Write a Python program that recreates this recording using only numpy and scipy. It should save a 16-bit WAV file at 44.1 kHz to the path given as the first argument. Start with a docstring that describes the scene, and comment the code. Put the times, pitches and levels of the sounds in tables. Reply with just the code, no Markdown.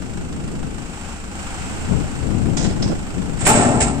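"""Tipper truck and slamming tailgate

A tipper truck creeps away from its heap at idle: repeated bursts of noise make its diesel tick.
Its raised body clanks in short knocks and scrapes, shaped by the uneven resonances of steel.
The steel tailgate slips off the heap, slams, booms, rebounds once and seats: noise and tones that ring.
Gusts of low noise buffet the two ports of a microphone some way off, mostly the left one."""
import sys
import numpy as np
from scipy import signal
from scipy.fft import rfft, irfft, next_fast_len
from scipy.io import wavfile
from scipy.ndimage import map_coordinates

SR = 44100
rng = np.random.default_rng(int(sys.argv[2]) if len(sys.argv) > 2 else 0)


def store_pcm(level_fs):
    """Save levels as 16-bit WAV."""
    pcm = np.round(np.clip(level_fs, -1, 1) * 32767).astype(np.int16)
    wavfile.write(sys.argv[1], SR, np.atleast_2d(pcm).T)


N = 176400

# Spectra give the shape of a noise, whose overall level is set elsewhere.
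# Rise and decay times are those of exponential curves.

# How the engine's loudness moves. Each row: time in seconds, relative loudness in dB.
ENGINE_LOUDNESS = [(.65, -2.5), (1.1, 0.5), (1.27, -2), (1.4, 1.5), (1.65, 2), (2.6, -1)]
# Spectra of the engine's clatter (also its whirr), knock and rumble.
# Each row: frequency in Hz, relative level in dB per Hz.
CLATTER_SPECTRUM = [(150, -12), (370, -5), (560, -4.5), (800, 3.5), (1050, -3.5), (1450, 0), (1750, -6),
                    (2750, -4.5), (3500, -11.5), (5500, -14), (7700, -8), (9200, -19)]
KNOCK_SPECTRUM = [(400, -0.5), (900, 1), (1400, 2.5), (2000, -6), (9000, -17)]
RUMBLE_SPECTRUM = [(80, 1.5), (125, -14), (200, -2), (500, -18), (1500, -40.5)]
# Faint whine of the engine's pump. Each row: frequency in Hz, middle level in dB.
PUMP_HUM = [(446.6, -53.5)]
FIRING_HZ, FIRST_FIRING_S, CYLINDERS = 26.26, 0.0186, 4
CLATTER_DB, CLATTER_DECAY_S, FIRING_RISE_S = -40.5, 0.014, 0.0015
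KNOCK_DB, KNOCK_DECAY_S = -46, 0.021  # one cylinder knocks harder
WHIRR_DB, RUMBLE_DB = -35, -33.5

# Strength of the wind on each port. Each row: time in seconds, relative strength in dB.
GUSTS_LEFT = [(.55, -29), (.72, -28), (.95, -41.5), (1.5, -39.5), (1.62, -32), (1.83, -37.5), (1.92, -14),
              (2.06, -22.5), (2.12, -30), (2.28, -17), (2.68, -17.5), (2.9, -22.5), (3.1, -34), (3.18, -22),
              (3.6, -24.5)]
GUSTS_RIGHT = [(0, -39.5), (.55, -28.5), (.9, -46.5), (1.56, -37), (1.8, -29), (2.05, -34), (2.6, -29.5),
               (2.88, -23.5), (2.905, -17.5), (2.96, -30.5), (4, -36.5)]
# Spectra of the slow pressure swings, and of the flutter that strong gusts add.
# Each row: frequency in Hz, relative level in dB per Hz.
BUFFET_SPECTRUM = [(30, 0), (100, -0.5), (300, -11), (1500, -69)]
FLUTTER_SPECTRUM = [(30, -33), (80, -4), (170, 0.5), (270, -6.5), (400, -13.5), (800, -25), (4000, -71)]
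# Both levels hold when the gust strength equals WIND_REF_DB.
BUFFET_DB, FLUTTER_DB, WIND_REF_DB = -27, -25.5, -26
BUFFET_GROWS = 0.78  # dB of swing for each dB of gust
LUMP_DB, LUMPS_PER_S = 1.7, 26  # size and rate of the random lumps in the flutter
RIGHT_FLUTTER_PITCH = 1.28  # the right port flutters higher than the left

# Clanks of the tipping gear. Each row: start in seconds, relative level of the knock in dB,
# relative level of the scrape in dB, pitch of the scrape in Hz.
CLANK_EVENTS = [(2.568, -23.5, -21.5, 6600), (2.610, -31, -45, 5400), (2.626, -32, -28, 6850),
                (2.641, -24.5, -35, 6800), (2.694, -31, -54, 5400), (2.82, -28, -26, 5640),
                (2.872, -35, -37, 5540)]
# Spectrum of the knocks. Each row: frequency in Hz, relative level in dB per Hz.
CLANK_SPECTRUM = [(100, -31), (350, 6), (750, 9.5), (1150, -6), (1500, 1), (4500, -3.5), (8300, -12),
                  (11000, -41)]
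CLANK_RISE_S, CLANK_DECAY_S, CLANK_TAIL_DB, CLANK_TAIL_S = 0.0062, 0.014, -7.5, 0.054
SCRAPE_SHARPNESS = 6.4  # higher is closer to a single pitch

# Sharp eddies that thud on the right port. Each row: start in seconds, relative level in dB.
EDDY_EVENTS = [(2.897, -17.5), (2.918, -13.5)]
EDDY_PITCH, EDDY_DECAY_S = 1.94, 0.01  # pitch relative to the left port's flutter

# Blows of the tailgate. Each row: start in seconds, relative level of the clashing edges in dB,
# relative level of the ringing panel in dB.
TAILGATE_BLOWS = [(3.388, -26.5, -55), (3.409, -23, -26), (3.450, -12, -40), (3.465, -14, -10.5),
                  (3.552, -15.5, -41), (3.607, -20, -25), (3.802, -11, -32), (3.866, -23.5, -25)]
# Spectra of the clashing edges, the ringing panel, the crack of a blow and the sizzle of the slam.
# Each row: frequency in Hz, relative level in dB per Hz.
CLASH_SPECTRUM = [(700, -16), (2500, -1.5), (3700, -10.5), (6000, -9.5), (7700, 2), (9000, -11),
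                  (11000, -40)]
PANEL_SPECTRUM = [(40, -1), (110, 5), (300, 0), (500, -4), (800, 1.5), (1020, -8), (1350, -2.5),
                  (1700, -11.5), (2700, -8.5), (3700, -18.5), (6000, -19), (7800, -9), (11000, -30.5)]
CRACK_SPECTRUM = [(100, 10), (600, 11), (2500, 3.5), (4000, -13), (15000, -26)]
SIZZLE_SPECTRUM = [(7000, -26), (10000, -7), (13500, -12.5)]
# How long the steel rings before the shut gate damps it.
# Each row: frequency in Hz, time to fall by 60 dB in seconds.
PANEL_RING_TIME = [(150, 8.1), (700, 4.1), (1400, 1.56), (3000, 0.97), (8000, 1.23), (12000, 0.13)]
# Strongest modes (natural tones) of the gate and body. Each row: frequency in Hz, relative level in dB.
STRONG_MODES = [(123, -9), (236, 1), (277, -1.5), (356, -13.5), (390, -3.5), (442, -7), (590, -8),
                (643, -5.5), (718, -2), (825, -3), (1306, -8), (2842, -15), (7623, -5.5), (8101, -6)]
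CLASH_RISE_S, CLASH_DECAY_S = 0.0058, 0.033
MODES_DB = -11  # added to every strong mode
LOW_RISE_S, LOW_RISE_HZ = 0.025, 200  # rise time of the level at this pitch; lower pitches rise more slowly
CRACK_DB, CRACK_RISE_S, CRACK_DECAY_S = 8.5, 0.0021, 0.0064  # level relative to the blow's ring
SEATED_S, SEATED_DB_PER_S = 3.79, 48  # from this time the shut gate damps the ring
SEATED_HZ = 600  # strong modes below this pitch are damped less
SLAM_S, REBOUND_S = TAILGATE_BLOWS[3][0], TAILGATE_BLOWS[6][0]
THUMP_DB, THUMP_HZ, THUMP_DECAY_S = -19.5, 56.8, 0.12  # the rebound shakes the chassis
SIZZLE_DB, SIZZLE_DECAY_S = -6, 0.03  # only the slam sizzles

# Loose contacts and uneven resonances, for the clanks and the tailgate alike.
CONTACTS_PER_S, CONTACT_DECAY_S = 170, 0.003
CONTACT_SHARE = 0.4  # part of the power that comes in brief contacts
RESONANCE_DB, RESONANCE_DENSITY = 2.6, 2.2  # unevenness, and random heights per root Hz

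# Colour of each microphone port; above about 9.5 kHz all sound also falls steeply. Each row: frequency in Hz,
# gain in dB.
COLOUR_LEFT = [(100, 3), (2500, -1.5), (4500, -4), (6300, -13), (7300, -14), (8400, 1.5), (9200, -0.5),
               (9800, -17)]
COLOUR_RIGHT = [(4300, -2.5), (5500, 2.5), (6300, -1.5), (7700, 5), (9200, 0), (9800, -14.5)]
# How much sound differs between the ports.
# Each row: frequency in Hz, scattered over direct sound as a ratio.
SCATTER_RATIO = [(100, 0.13), (600, 0.37), (2000, 0.74), (8000, 1)]
LEFT_LAG_S = 0.00018
TOP_HZ = 15550


def amp(db):
    """Turn decibels into gain."""
    return 10 ** (np.asarray(db) / 20)


def unit(x):
    """Scale a sound to an rms (average strength) of 1."""
    return x / np.sqrt(np.mean(x ** 2) + 1e-20)


def along(points, hz):
    """Read a table of (Hz, value) between its points, on a log frequency axis."""
    f, v = np.transpose(points)
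    return np.interp(np.log(hz + 1), np.log(f + 1), v)


def since(s):
    """Seconds passed since time s, zero before it."""
    return np.maximum(np.arange(N) / SR - s, 0)


def curve(points):
    """Turn (seconds, value) points into one value per sample."""
    return np.interp(since(0), *np.transpose(points))


def wobble(rate):
    """A smooth random curve with this many random knots a second."""
    knots = rng.standard_normal(int(N * rate / SR) + 4)
    return map_coordinates(knots, [np.arange(N) * rate / SR], order=2)


def filtered(x, response):
    """Multiply each frequency of x by a response, with spare room after the end."""
    m = next_fast_len(N + 8192, True)
    hz = np.fft.rfftfreq(m, 1 / SR)
    return irfft(rfft(x, m) * response(hz), m)[..., :N]


def noise(spectrum):
    """Mono noise of rms 1 with a given spectrum."""
    return unit(filtered(rng.standard_normal(N), lambda hz: amp(along(spectrum, hz))))


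def spread(spectrum, lift=lambda hz: 0):
    """Stereo noise of rms 1: a direct part, and a scattered part that differs between the ports."""
    def shape(hz):
        shares = np.array([np.ones_like(hz), along(SCATTER_RATIO, hz)])
        return amp(along(spectrum, hz) + lift(hz)) * shares

    direct, scattered = filtered(rng.standard_normal((2, N)), shape)
    return unit(np.array([direct + scattered, direct - scattered]))


def burst(t, rise, decay):
    """A quick rise and an exponential fall."""
    return (1 - np.exp(-t / rise)) * np.exp(-t / decay)


def engine():
    """Cylinders clatter in turn, one with a hard knock, over fan whirr, pump hum and a low rumble."""
    cycle_s = CYLINDERS / FIRING_HZ
    # seconds since each cylinder last fired
    ages = [(since(0) - FIRST_FIRING_S - k / FIRING_HZ) % cycle_s for k in range(CYLINDERS)]
    firings = unit(sum(burst(age, FIRING_RISE_S, CLATTER_DECAY_S) for age in ages))
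    clatter = amp(CLATTER_DB + wobble(13)) * firings * spread(CLATTER_SPECTRUM)
    knocks = unit(burst(ages[0], FIRING_RISE_S, KNOCK_DECAY_S))
    knock = amp(KNOCK_DB + wobble(10)) * knocks * spread(KNOCK_SPECTRUM)

    # the whirr follows the loudness curve strongly, the clatter weakly
    loudness_db = curve(ENGINE_LOUDNESS)
    whirr = amp(WHIRR_DB + 1.83 * loudness_db) * spread(CLATTER_SPECTRUM)
    hum = np.zeros(N)
    for hz, db in PUMP_HUM:
        level = amp(db + 2 * wobble(2.33))
        hum += level * unit(np.sin(2 * np.pi * hz * since(0) + wobble(1.97)))
    rumble = amp(RUMBLE_DB) * spread(RUMBLE_SPECTRUM)
    return amp(0.36 * loudness_db) * clatter + knock + whirr + hum + rumble


def flutter(pitch):
    """Turbulence at a port, its spectrum shifted by a pitch ratio."""
    return noise([(hz * pitch, db) for hz, db in FLUTTER_SPECTRUM])


def wind(gusts, pitch=1):
    """Buffeting at one port: lumpy flutter grows faster with the gust than the slow swings do."""
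    gust_db = curve(gusts) - WIND_REF_DB
    swings = amp(BUFFET_DB + BUFFET_GROWS * gust_db) * noise(BUFFET_SPECTRUM)
    lumps_db = LUMP_DB * wobble(LUMPS_PER_S)
    return swings + amp(FLUTTER_DB + gust_db + lumps_db) * flutter(pitch)


def steel():
    """Dense, uneven resonances of one steel body: dB for each Hz, spaced wider towards the treble."""
    heights = rng.standard_normal(SR)
    return lambda hz: RESONANCE_DB * np.interp(RESONANCE_DENSITY * np.sqrt(hz), np.arange(SR), heights)


def rattle():
    """Gain of rms 1 for loose steel: brief contacts at random times, each of its own strength."""
    contacts = (rng.random(N) < CONTACTS_PER_S / SR) * rng.exponential(size=N)
    # each contact adds power that dies away
    power = signal.lfilter([1], [1, -np.exp(-1 / (CONTACT_DECAY_S * SR))], contacts)
    return np.sqrt(1 - CONTACT_SHARE + CONTACT_SHARE * power / power.mean())


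def clanks():
    """Loose steel knocks, scrapes and rattles as the truck rolls; the body rings on faintly."""
    out, body = np.zeros((2, N)), steel()
    for s, knock_db, scrape_db, pitch in CLANK_EVENTS:
        t = since(s)
        tail = amp(CLANK_TAIL_DB) * burst(t, CLANK_RISE_S, CLANK_TAIL_S)
        shape = burst(t, CLANK_RISE_S, CLANK_DECAY_S) + tail

        def scrape_lift(hz):
            # the scrape is loudest around its pitch
            return body(hz) - 20 * np.log10(1 + (SCRAPE_SHARPNESS * (hz / pitch - 1)) ** 2)

        knock = amp(knock_db) * spread(CLANK_SPECTRUM, body)
        scrape = amp(scrape_db) * spread(CLANK_SPECTRUM, scrape_lift)
        out += shape / shape.max() * (knock + scrape)
    return out * rattle()


def eddies():
    """Short, higher thuds of turbulence at the crest of a gust."""
    thuds = sum(amp(db) * burst(since(s), EDDY_DECAY_S / 2, EDDY_DECAY_S) for s, db in EDDY_EVENTS)
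    return thuds * 2 * flutter(EDDY_PITCH)


def ringing(hz, age):
    """Level of the ring after a blow: low pitches rise more slowly, and each pitch has its own ring time."""
    rise = 1 - np.exp(-age * hz / (LOW_RISE_S * LOW_RISE_HZ))
    return amp(-60 * age / along(PANEL_RING_TIME, hz)) * rise


def panel(s, gate):
    """One blow's crack and its dense wash of the gate's resonances, each pitch fading at its own rate."""
    # split one second of noise into short frames and pitches, then shape each
    hz, frames, z = signal.stft(spread(PANEL_SPECTRUM, gate)[:, :SR], SR, nperseg=256)
    wash = signal.istft(z * ringing(hz[:, None], frames), SR, nperseg=256)[1]
    placed_wash = np.pad(wash, ((0, 0), (round(s * SR), N)))[:, :N]
    crack = amp(CRACK_DB) * burst(since(s), CRACK_RISE_S, CRACK_DECAY_S) * spread(CRACK_SPECTRUM)
    return placed_wash + crack


def gate_tones():
    """The strongest modes stand out: every blow feeds them, and low ones ring on after the gate seats."""
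    out = np.zeros(N)
    for hz, db in STRONG_MODES:
        powers = [(amp(ring_db) * ringing(hz, since(s))) ** 2 for s, _, ring_db in TAILGATE_BLOWS]
        fed = np.sqrt(sum(powers))
        damped_db = SEATED_DB_PER_S * since(SEATED_S) * min(hz / SEATED_HZ, 1)
        phase = 2 * np.pi * (hz * since(0) + rng.random()) + 0.33 * wobble(20)
        out += amp(db + MODES_DB - damped_db) * fed * np.sin(phase)
    return out


def tailgate():
    """Each blow rattles the edges and rings the same panel; the slam sizzles and the rebound thumps."""
    gate = steel()
    rings = sum(amp(ring_db) * panel(s, gate) for s, _, ring_db in TAILGATE_BLOWS)
    damped_rings = rings * rattle() ** 0.5 * amp(-SEATED_DB_PER_S * since(SEATED_S))

    powers = [(amp(clash_db) * burst(since(s), CLASH_RISE_S, CLASH_DECAY_S)) ** 2
              for s, clash_db, _ in TAILGATE_BLOWS]
    chatter = np.sqrt(sum(powers)) * spread(CLASH_SPECTRUM, gate)
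    sizzle_shape = burst(since(SLAM_S), CLANK_RISE_S, SIZZLE_DECAY_S)
    sizzle = amp(SIZZLE_DB) * sizzle_shape * spread(SIZZLE_SPECTRUM)
    clashes = (chatter + sizzle) * rattle()

    age = since(REBOUND_S)
    thump = amp(THUMP_DB) * burst(age, CLASH_RISE_S, THUMP_DECAY_S) * np.sin(2 * np.pi * THUMP_HZ * age)
    return damped_rings + gate_tones() + clashes + thump


def scene():
    """The truck stands to the right and reaches the left port late; each port has its colour and wind."""
    def ports(hz):
        colours = amp([along(COLOUR_LEFT, hz), along(COLOUR_RIGHT, hz)])
        delays_s = LEFT_LAG_S * np.array([[1], [0]])
        return colours * np.exp(-2j * np.pi * hz * delays_s)

    truck = filtered(engine() + clanks() + tailgate(), ports)
    wind_right = wind(GUSTS_RIGHT, RIGHT_FLUTTER_PITCH) + eddies()
    return truck + np.array([wind(GUSTS_LEFT), wind_right])


def record(dry):
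    """Clip at full scale, then keep nothing above the band limit."""
    return filtered(np.clip(dry, -1, 1), lambda hz: hz < TOP_HZ)


dry = scene()
out = record(dry)
store_pcm(out)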